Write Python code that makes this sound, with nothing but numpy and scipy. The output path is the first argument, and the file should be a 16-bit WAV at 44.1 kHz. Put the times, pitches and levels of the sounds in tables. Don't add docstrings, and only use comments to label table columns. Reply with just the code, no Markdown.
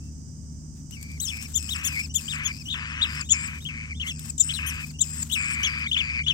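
import sys
import numpy as np
from scipy import signal
from scipy.fft import rfft, irfft, next_fast_len
from scipy.io import wavfile

SR = 44100
rng = np.random.default_rng(int(sys.argv[2]) if len(sys.argv) > 2 else 0)


def unload_wav(signal):
    wavfile.write(
        sys.argv[1],
        SR,
        np.round(np.clip(np.atleast_2d(signal).T, -1, 1) * 32767).astype(np.int16),
    )


N = 279153
TIME = np.arange(N) / SR
EAR_LAG_S = 0.0002
CHIRP_START_HZ, CHIRP_END_HZ, PEEP_FOOT_HZ = 2816, 2570, 2570

# start_s, top_s, end_s, top_hz,
# swell_half_width_s, harmonic1_db, harmonic2_db, harmonic3_db, roughness (0 to 1), pan_db
CHIRP_NOTES = [(0.921, 0.935, .972, 2980, 0.032, -47.5, -49.5, -58, 0.5, 12),
               (1.2, 1.224, 1.29, 4055, 0.064, -40.5, -30, -40.5, .35, 8.3),
               (1.27, 1.295, 1.318, 3480, .013, -33.5, -45.5, -54, 0, 13),
               (1.542, 1.567, 1.6, 3610, 0.015, -35.5, -24, -39.5, 0.07, 7.9),
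               (1.688, 1.721, 1.754, 3840, 0.03, -31, -40, -45, 0.1, 7.8),
               (1.843, 1.864, 1.894, 3540, 0.02, -35.5, -27, -32.5, 0, 8),
               (2.144, 2.162, 2.201, 3530, 0.0097, -32, -24, -37, .03, 10.6),
               (2.28, 2.308, 2.342, 3750, 0.035, -32, -50, -66, 0.1, 11),
               (2.434, 2.465, 2.492, 3450, 0.013, -33.5, -28.5, -47, 0, 8.2),
               (2.68, 2.712, 2.744, 3800, 0.036, -33.5, -60, -70, 0.2, 11),
               (2.697, 2.733, 2.769, 3650, 0.034, -31.5, -48.5, -68, 0.28, 7.6),
               (3.009, 3.03, 3.061, 3856, .012, -21.5, -43, -68, 0, 5.7),
               (3.289, 3.312, 3.337, 3510, 0.018, -32.5, -42, -71, 0.65, 11),
               (3.296, 3.32, 3.353, 3576, 0.012, -37, -17.5, -53, 0.33, 6.2),
               (3.651, 3.671, 3.705, 3280, 0.025, -33.5, -57, -87, 0.3, 8.9),
               (3.998, 4.018, 4.04, 3260, 0.02, -30, -49, -69, 0.7, 7.9),
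               (4.066, 4.092, 4.124, 3460, 0.063, -32.5, -41, -64, 0.55, 2.7),
               (4.383, 4.409, 4.439, 3746, .009, -37, -17.3, -46, 0.64, 11),
               (4.491, 4.51, 4.528, 3380, .028, -29, -45, -59, 1, 7),
               (4.537, 4.535, 4.604, 4140, 0.12, -32.5, -55, -54, 0.58, 19),
               (4.662, 4.686, 4.715, 3260, 0.029, -37, -38, -35, 0.44, 12),
               (4.988, 5.018, 5.047, 3710, 0.0084, -34.5, -20.5, -48.5, 0.66, 12),
               (5.299, 5.336, 5.365, 3836, 0.0092, -30, -33.5, -58, 0, 15),
               (5.315, 5.333, 5.368, 3510, 0.033, -28.5, -37, -37.5, 0.1, 9.5),
               (5.631, 5.653, 5.687, 3330, 0.025, -25, -31.5, -51.5, 0.85, 6.5),
               (5.914, 5.938, 5.961, 3530, 0.039, -23.5, -46, -70, 0.18, 8),
               (5.966, 5.989, 6.02, 3550, 0.032, -23, -45, -68, 0.15, 8.8),
               (6.264, 6.292, 6.331, 3420, 0.036, -22, -43, -63, 0.67, 12)]
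# start_s, end_s, pitch_hz, flutter_depth, sag (share of pitch), tone_db, rasp_db, growth_db
FULL_TRILL_NOTES = [(0.963, 1.182, 2435, 0.4, 0.049, -47, -68, 0.5),
                    (1.312, 1.471, 2550, 0.77, 0.034, -39.5, -60, -16),
                    (1.743, 1.946, 2706, 0.56, 0.01, -36.5, -38.5, -0.5),
                    (1.941, 2.02, 2630, 0.42, 0.13, -28, -49, -2),
                    (2.331, 2.522, 2517, 0.88, 0.0013, -35, -36, -2),
                    (2.737, 3.24, 2690, 0.95, 0.0049, -43, -35, 0),
                    (3.329, 3.597, 2530, .65, 0.037, -36.5, -40, -6),
                    (3.687, 3.935, 2485, 1.1, 0.013, -37, -47.5, -4),
                    (4.036, 4.102, 2224, 0.36, 0, -37.5, -48.5, -9),
                    (4.586, 4.852, 2717, 1.15, .02, -35.5, -38, -3),
                    (5.358, 5.877, 2518, .8, 0.031, -29.5, -36, 0.5),
                    (5.957, 6.227, 2476, 0.83, 0.0027, -29, -41, -0.5)]
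# start_s, end_s, pitch_hz, flutter_depth, harmonic2_db, harmonic3_db, growth_db, accent_db
THIN_TRILL_NOTES = [(.965, 1.174, 2486, 0.55, -58, -80, 3, 0),
                    (1.282, 1.475, 2840, 0.9, -44.5, -47.5, -4, -14),
                    (1.598, 1.77, 2744, 0.94, -44.5, -40, -8.5, 12.5),
                    (1.891, 2.063, 2650, 0.65, -43, -56, 34, -8),
                    (2.201, 2.363, 2630, 1.05, -46.5, -39, 10.5, -4),
                    (2.486, 2.628, 2660, 1.08, -45, -58, 5, -6),
                    (2.771, 2.934, 2600, 0.76, -50.5, -55, -2, -3),
                    (3.061, 3.219, 2650, 0.9, -42, -47.5, 9, 12.5),
                    (3.347, 3.478, 2666, .8, -47.5, -34, 2, -8),
                    (4.117, 4.309, 2740, 1.11, -51, -44, 6.5, 11),
                    (4.436, 4.588, 2820, 0.9, -48, -32.5, -7.5, -4),
                    (4.718, 4.911, 2560, 0.86, -51.5, -53, -10, 8),
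                    (5.048, 5.234, 2690, 0.8, -48.5, -34.5, 7.5, 4),
                    (5.368, 5.552, 2720, 1, -47.5, -33, 0, -2), (5.681, 5.853, 2580, .8, -45, -65, -17, 13),
                    (6.017, 6.195, 2560, 0.95, -46.5, -56, -11, 2)]
# start_s, level_db
SQUEAK_NOTES = [(1.534, -37), (1.836, -41), (2.139, -31), (3.291, -31), (4.378, -27)]
# start_s, end_s, top_hz, harmonic1_db, harmonic2_db
PEEP_NOTES = [(.005, 0.103, 2690, -63.5, -74), (1.785, 1.822, 2900, -48, -49),
              (2.092, 2.126, 2980, -47, -45.5), (2.651, 2.684, 2970, -39, -44.5),
              (2.949, 3.023, 3000, -43, -54), (3.234, 3.289, 3730, -53, -47),
              (3.598, 3.647, 3780, -47.5, -65), (3.94, 3.996, 3590, -47.5, -63),
              (4.933, 4.976, 2820, -49, -70), (5.856, 5.909, 3690, -37, -54),
              (6.228, 6.271, 3510, -42, -54.5)]
# frequency_hz, level_db
RASP_COLOUR = [(400, -26.5), (750, -38.5), (1000, -10.5), (1200, -7.5), (1750, -1), (2300, -3.5),
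               (2900, -3.5), (3700, -17), (5000, -30), (8000, -75)]
# frequency_hz, level_db
BREATH_COLOUR = [(1500, -25), (3500, -4), (6000, -17), (8500, 15), (11000, -15), (15500, -11)]
# start_s, length_s, level_db
SOIL_PUSHES = [(0, 0.11, -62), (0.736, 0.12, -59.5), (0.885, 0.33, -53.5), (1.213, 0.35, -44),
               (1.556, 0.31, -43.5), (1.827, 0.28, -39), (2.154, 0.3, -47), (2.452, 0.34, -49.5),
               (3.027, 0.29, -51.5), (3.458, 0.26, -52.5), (4.036, 0.11, -43.5), (4.2, 0.18, -43),
               (4.43, 0.28, -46.5), (4.672, 0.29, -46), (5.03, 0.39, -44), (5.477, 0.39, -50.5),
               (5.86, 0.21, -53.5), (6.27, .06, -58)]
# start_s, level_db
CLAW_AND_BEAK_TICKS = [(.909, -33.5), (1.012, -39), (1.0269, -30), (1.117, -41), (1.5035, -45),
                       (1.626, -28), (2.145, -32), (2.688, -42), (3.6433, -37), (4.005, -48),
                       (4.193, -26.5), (5.6308, -30)]
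# frequency_hz, level_db
SOIL_COLOUR = [(400, -13.5), (1000, 2.5), (2000, 3.5), (4000, 2.5), (6000, 4.5), (8000, 14), (10000, -3),
               (11300, -5), (12800, 5.5), (15500, -2.5)]
# pitch_hz, level_db
MOTOR_TONES = [(75.6, -41.5), (151.2, -45.5), (226.8, -56.5)]
# frequency_hz, level_db
RUMBLE_COLOUR = [(22, -34), (40, -5), (52, -2.5), (70, -8.5), (100, 2.5), (135, -5.5), (180, -4),
                 (245, -4.5), (360, -22.5), (500, -30), (800, -34), (1500, -41), (4000, -54.5)]
# frequency_hz, likeness (0 to 1)
RUMBLE_STEREO = [(30, 0.61), (80, 0.64), (280, 0.78), (640, 0.085), (1400, 0), (16000, 0)]
# frequency_hz, level_db
HISS_COLOUR = [(1760, -82), (3000, -13), (3380, -35), (4340, -17.5), (5090, 4.5), (5380, -6.5), (5850, 7),
               (6450, 1.5), (8690, -1), (9320, -52), (10100, -40), (11700, -25.5), (15800, -30)]


def chirps(fade_s=.0026, rough_waver=.06, ripple_db=2.8, air_db=-16, rasp_db=-20):
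    out, air, rasp = np.zeros((2, N)), np.zeros((2, N)), np.zeros((1, N))
    floors = (.28, .09, .6, .6)
    for start, top, end, top_hz, width, *levels_db, rough, pan_db in CHIRP_NOTES:
        t, gate = span(start - fade_s / 2, end + fade_s / 2, fade_s)
        rising = np.clip((t - start) / max(top - start, .001), 0, 1)
        falling = np.clip((t - top) / (end - top), 0, 1)
        rise_hz = CHIRP_START_HZ + (top_hz - CHIRP_START_HZ) * np.sin(np.pi / 2 * rising)
        fall_hz = CHIRP_END_HZ + (top_hz - CHIRP_END_HZ) * np.cos(np.pi / 2 * falling) ** 2
        swell = np.exp(-np.abs((t - top) / width) ** 2.95)
        jitter = 0.0037 * drift(422, len(t)) + 0.014 * drift(4000, len(t))
        jitter += rough * rough_waver * swell * drift(2000, len(t))
        hz = np.where(t < top, rise_hz, fall_hz) * (1 + jitter)
        high_pan_db = pan_db + 5
        fourth_db = levels_db[-1] - 2
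        for k, (level_db, floor) in enumerate(zip(levels_db + [fourth_db], floors), 1):
            shape = unit_power(gate * (floor + swell) * from_db(ripple_db * drift(234.6, len(t))))
            fray = 0.038 * (k > 2) * drift(3000, len(t))
            tone = whistle(k * hz * (1 + fray), high_pan_db if k > 1 else pan_db)
            add(out, t, from_db(level_db) * shape * tone)
        add(air, t, from_db(levels_db[-1] + air_db) * gate * pan(high_pan_db))
        add(rasp, t, from_db(levels_db[0] + rasp_db) * rough * gate * swell)
    return out + air * noise(BREATH_COLOUR) + rasp * rasp_noise(pan_db=8.5)


def full_trills(pan_db=5.5, octave_db=-23, uneven_db=2.5, rattle_db=1.5, rasp_fade_s=.018):
    out, bursts = np.zeros((2, N)), np.zeros((1, N))
    for start, end, pitch_hz, depth, sag, tone_db, rasp_db, growth_db in FULL_TRILL_NOTES:
        t, gate = span(start, end, fade_s=0.0041)
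        effort = gate * from_db(growth_db * np.linspace(-.5, .5, len(t)))
        hz, shut = flutter(t, pitch_hz, depth, sag, rate_hz=114, slide=.33, scatter=0.0417)
        throb = unit_power((1 - shut) * from_db(uneven_db * drift(88.2, len(t))))
        tone = whistle(hz, pan_db) + from_db(octave_db) * whistle(2 * hz, pan_db)
        add(out, t, effort * from_db(tone_db) * throb * tone)
        rattle = unit_power((0.42 + shut) * from_db(rattle_db * drift(250, len(t))))
        add(bursts, t, effort * from_db(rasp_db) * rattle * np.clip((end - t) / rasp_fade_s, 0, 1))
    return out + dip(bursts * rasp_noise(pan_db=7), hz=3300, depth_db=3.5, q=3.7)


def thin_trills(pan_db=9, rasp_db=-12, climb=0.0405, accent_s=0.0062):
    out, bursts = np.zeros((2, N)), np.zeros((1, N))
    for start, end, pitch_hz, depth, second_db, third_db, growth_db, accent_db in THIN_TRILL_NOTES:
        t, gate = span(start, end, fade_s=0.0025)
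        progress = np.linspace(0, 1, len(t))
        end_accent = np.exp(-((end - t) / accent_s - 1) ** 2)
        effort_db = growth_db * (progress - .5) + accent_db * end_accent
        scatter = 0.037 + 0.074 * progress ** 2
        hz, shut = flutter(t, pitch_hz, depth, sag=0.058, rate_hz=98, slide=0.092, scatter=scatter)
        hz = hz * (1 + climb * (progress - .5))
        opening = np.clip(1 - 0.82 * shut, .15, 1)
        throb = gate * unit_power(opening * from_db(1.5 * drift(130.8, len(t))))
        low_db, high_db = second_db + 0.34 * effort_db, third_db + effort_db
        for k, level_db in enumerate((low_db - 4, low_db, high_db, high_db - 27, high_db - 27), 1):
            add(out, t, from_db(level_db) * throb * whistle(k * hz, pan_db))
        add(bursts, t, from_db(high_db + rasp_db) * gate * shut * 2 * np.sqrt(progress))
    return out + bursts * rasp_noise(pan_db)


def flutter(t, pitch_hz, depth, sag, rate_hz, slide, scatter, drop_s=0.00883, clear_s=0.0247):
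    cycle = np.cumsum(rate_hz * (1 + 0.0633 * drift(60.3, len(t)))) / SR + rng.random()
    depth = depth * np.clip(2 * (t[-1] - t) / clear_s - 1, 0, 1)
    shut = np.clip(depth * np.cos(np.pi * cycle) ** 2, 0, 1)
    early_sag = sag * np.sin(np.pi * np.linspace(0, 1, len(t)) ** .7) ** 2
    end_drop = 0.204 * np.exp((t - t[-1]) / drop_s)
    throb_drop = slide * depth * (cycle % 1) ** 3
    jitter = scatter * (0.39 * depth + shut) * drift(1500, len(t)) + 0.0128 * drift(44.43, len(t))
    return pitch_hz * (1 - early_sag - end_drop - throb_drop + jitter), shut


def rasp_noise(pan_db):
    left = noise(RASP_COLOUR)[0]
    right = np.interp(TIME - EAR_LAG_S, TIME, left)
    return np.array([left, right]) * pan(pan_db)


def squeaks(length_s=0.0091, from_hz=4000, to_hz=3430, pan_db=14):
    out = np.zeros((2, N))
    for start, level_db in SQUEAK_NOTES:
        t, gate = span(start, start + length_s, fade_s=0.0017)
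        hz = np.linspace(from_hz, to_hz, len(t)) * (1 + 0.027 * drift(1900, len(t)))
        tone = from_db(-19) * whistle(hz, pan_db) + whistle(2 * hz, pan_db)
        add(out, t, from_db(level_db) * gate * tone)
    return out


def peeps(pan_db=4, waver=0.018):
    out = np.zeros((2, N))
    for start, end, top_hz, *levels_db in PEEP_NOTES:
        t, gate = span(start, end, fade_s=.009)
        arch_hz = top_hz - (top_hz - PEEP_FOOT_HZ) * np.linspace(-1, .6, len(t)) ** 2
        hz = arch_hz * (1 + waver * drift(1200, len(t)))
        for k, level_db in enumerate(levels_db, 1):
            add(out, t, from_db(level_db) * gate * whistle(k * hz, pan_db))
    return out


def scuffle(rest_db=-72, weaken_db=2.5, grain_db=2.5, clump_db=3.5, release_s=0.09, tick_s=0.003):
    effort, ticks = np.full((1, N), from_db(rest_db)), np.zeros((1, N))
    for start, length, level_db in SOIL_PUSHES:
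        t, gate = span(start, start + length, fade_s=0.018)
        release = np.clip((t[-1] - t) / release_s, 0, 1)
        add(effort, t, from_db(level_db - weaken_db * (t - start) / length) * gate * release)
    for start, level_db in CLAW_AND_BEAK_TICKS:
        t, gate = span(start, start + 0.018, fade_s=0.00077)
        add(ticks, t, from_db(level_db) * gate * np.exp((start - t) / tick_s))
    grains = unit_power(from_db(grain_db * drift(900, N) + clump_db * drift(70, N)))
    soil = noise(SOIL_COLOUR) * pan(pan_db=8)
    keep_treble = signal.butter(1, 3500, "high", fs=SR, output="sos")
    return effort * grains * soil + ticks * signal.sosfilt(keep_treble, soil)


def burrow(x, echo_db=-15, die_away_s=.11):
    t = TIME[:SR // 8]
    echoes = rng.standard_normal((2, len(t))) * from_db(-60 * t / die_away_s) * (t > .0015)
    echoes /= np.sqrt(np.sum(echoes ** 2, axis=1, keepdims=True))
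    return x + from_db(echo_db) * signal.fftconvolve(x, echoes, axes=1)[:, :N]


def motor(waver=0.00584, flicker_db=2.5, rumble_db=-43, rise_db_per_s=0.46):
    wavering_time = np.cumsum(1 + waver * drift(3.6, N)) / SR
    hum = np.zeros(N)
    for hz, level_db in MOTOR_TONES:
        gain = from_db(level_db + flicker_db * drift(12, N))
        hum += gain * np.sqrt(2) * np.sin(2 * np.pi * (hz * wavering_time + rng.random()))
    hum *= from_db(rise_db_per_s * (TIME - TIME.mean()))
    return hum + from_db(rumble_db) * noise(RUMBLE_COLOUR, RUMBLE_STEREO) * pan(pan_db=2.5)


def hiss(level_db=-53, pan_db=-5.5):
    return from_db(level_db) * noise(HISS_COLOUR) * pan(pan_db)


def whistle(hz, pan_db):
    cycles = np.cumsum(hz) / SR + rng.random() - hz * EAR_LAG_S * np.array([[0], [1]])
    return np.sqrt(2) * np.sin(2 * np.pi * cycles) * pan(pan_db)


def noise(colour, likeness=((20, 0), (20000, 0))):
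    size = next_fast_len(N)
    hz = np.arange(size // 2 + 1) * SR / size
    shared, opposed = rfft(rng.standard_normal((2, size))) * from_db(at_hz(colour, hz))
    alike = np.clip(at_hz(likeness, hz), -1, 1)
    spectrum = np.sqrt(1 + alike) * shared + np.sqrt(1 - alike) * opposed * [[1], [-1]]
    return unit_power(irfft(spectrum, size)[:, :N])


def drift(rate_hz, size):
    points = rng.standard_normal(size // 8 + 4)
    return 1.208 * np.interp(np.arange(size) * rate_hz / SR, np.arange(len(points)), points)


def dip(x, hz, depth_db, q):
    b, a = signal.iirpeak(hz, q, fs=SR)
    return x - (1 - from_db(-depth_db)) * signal.lfilter(b, a, x + 1e-18)


def at_hz(table, hz):
    row_hz, values = np.transpose(table)
    return np.interp(np.log(np.maximum(hz, 1)), np.log(row_hz), values)


def span(start, end, fade_s):
    t = TIME[int(start * SR):int(end * SR)]
    to_edge_s = np.minimum(t - t[0], t[-1] - t)
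    return t, np.sin(np.pi / 2 * np.clip(to_edge_s / fade_s, 0, 1)) ** 2


def add(out, t, sound):
    first = int(round(t[0] * SR))
    out[:, first:first + len(t)] += sound


def pan(pan_db):
    return unit_power(from_db(np.array([[.5], [-.5]]) * pan_db))


def from_db(db):
    return 10 ** (np.asarray(db) / 20)


def unit_power(x):
    return x / np.sqrt(np.mean(x ** 2) + 1e-20)


def scene():
    voices = chirps() + squeaks() + peeps() + full_trills() + thin_trills()
    voices = dip(voices, hz=10620, depth_db=10, q=4.9)
    return burrow(voices + scuffle()) + motor() + hiss()


def record(dry):
    return signal.sosfilt(signal.ellip(10, .2, 80, 15850, fs=SR, output="sos"), dry)


dry = scene()
out = record(dry)
unload_wav(out)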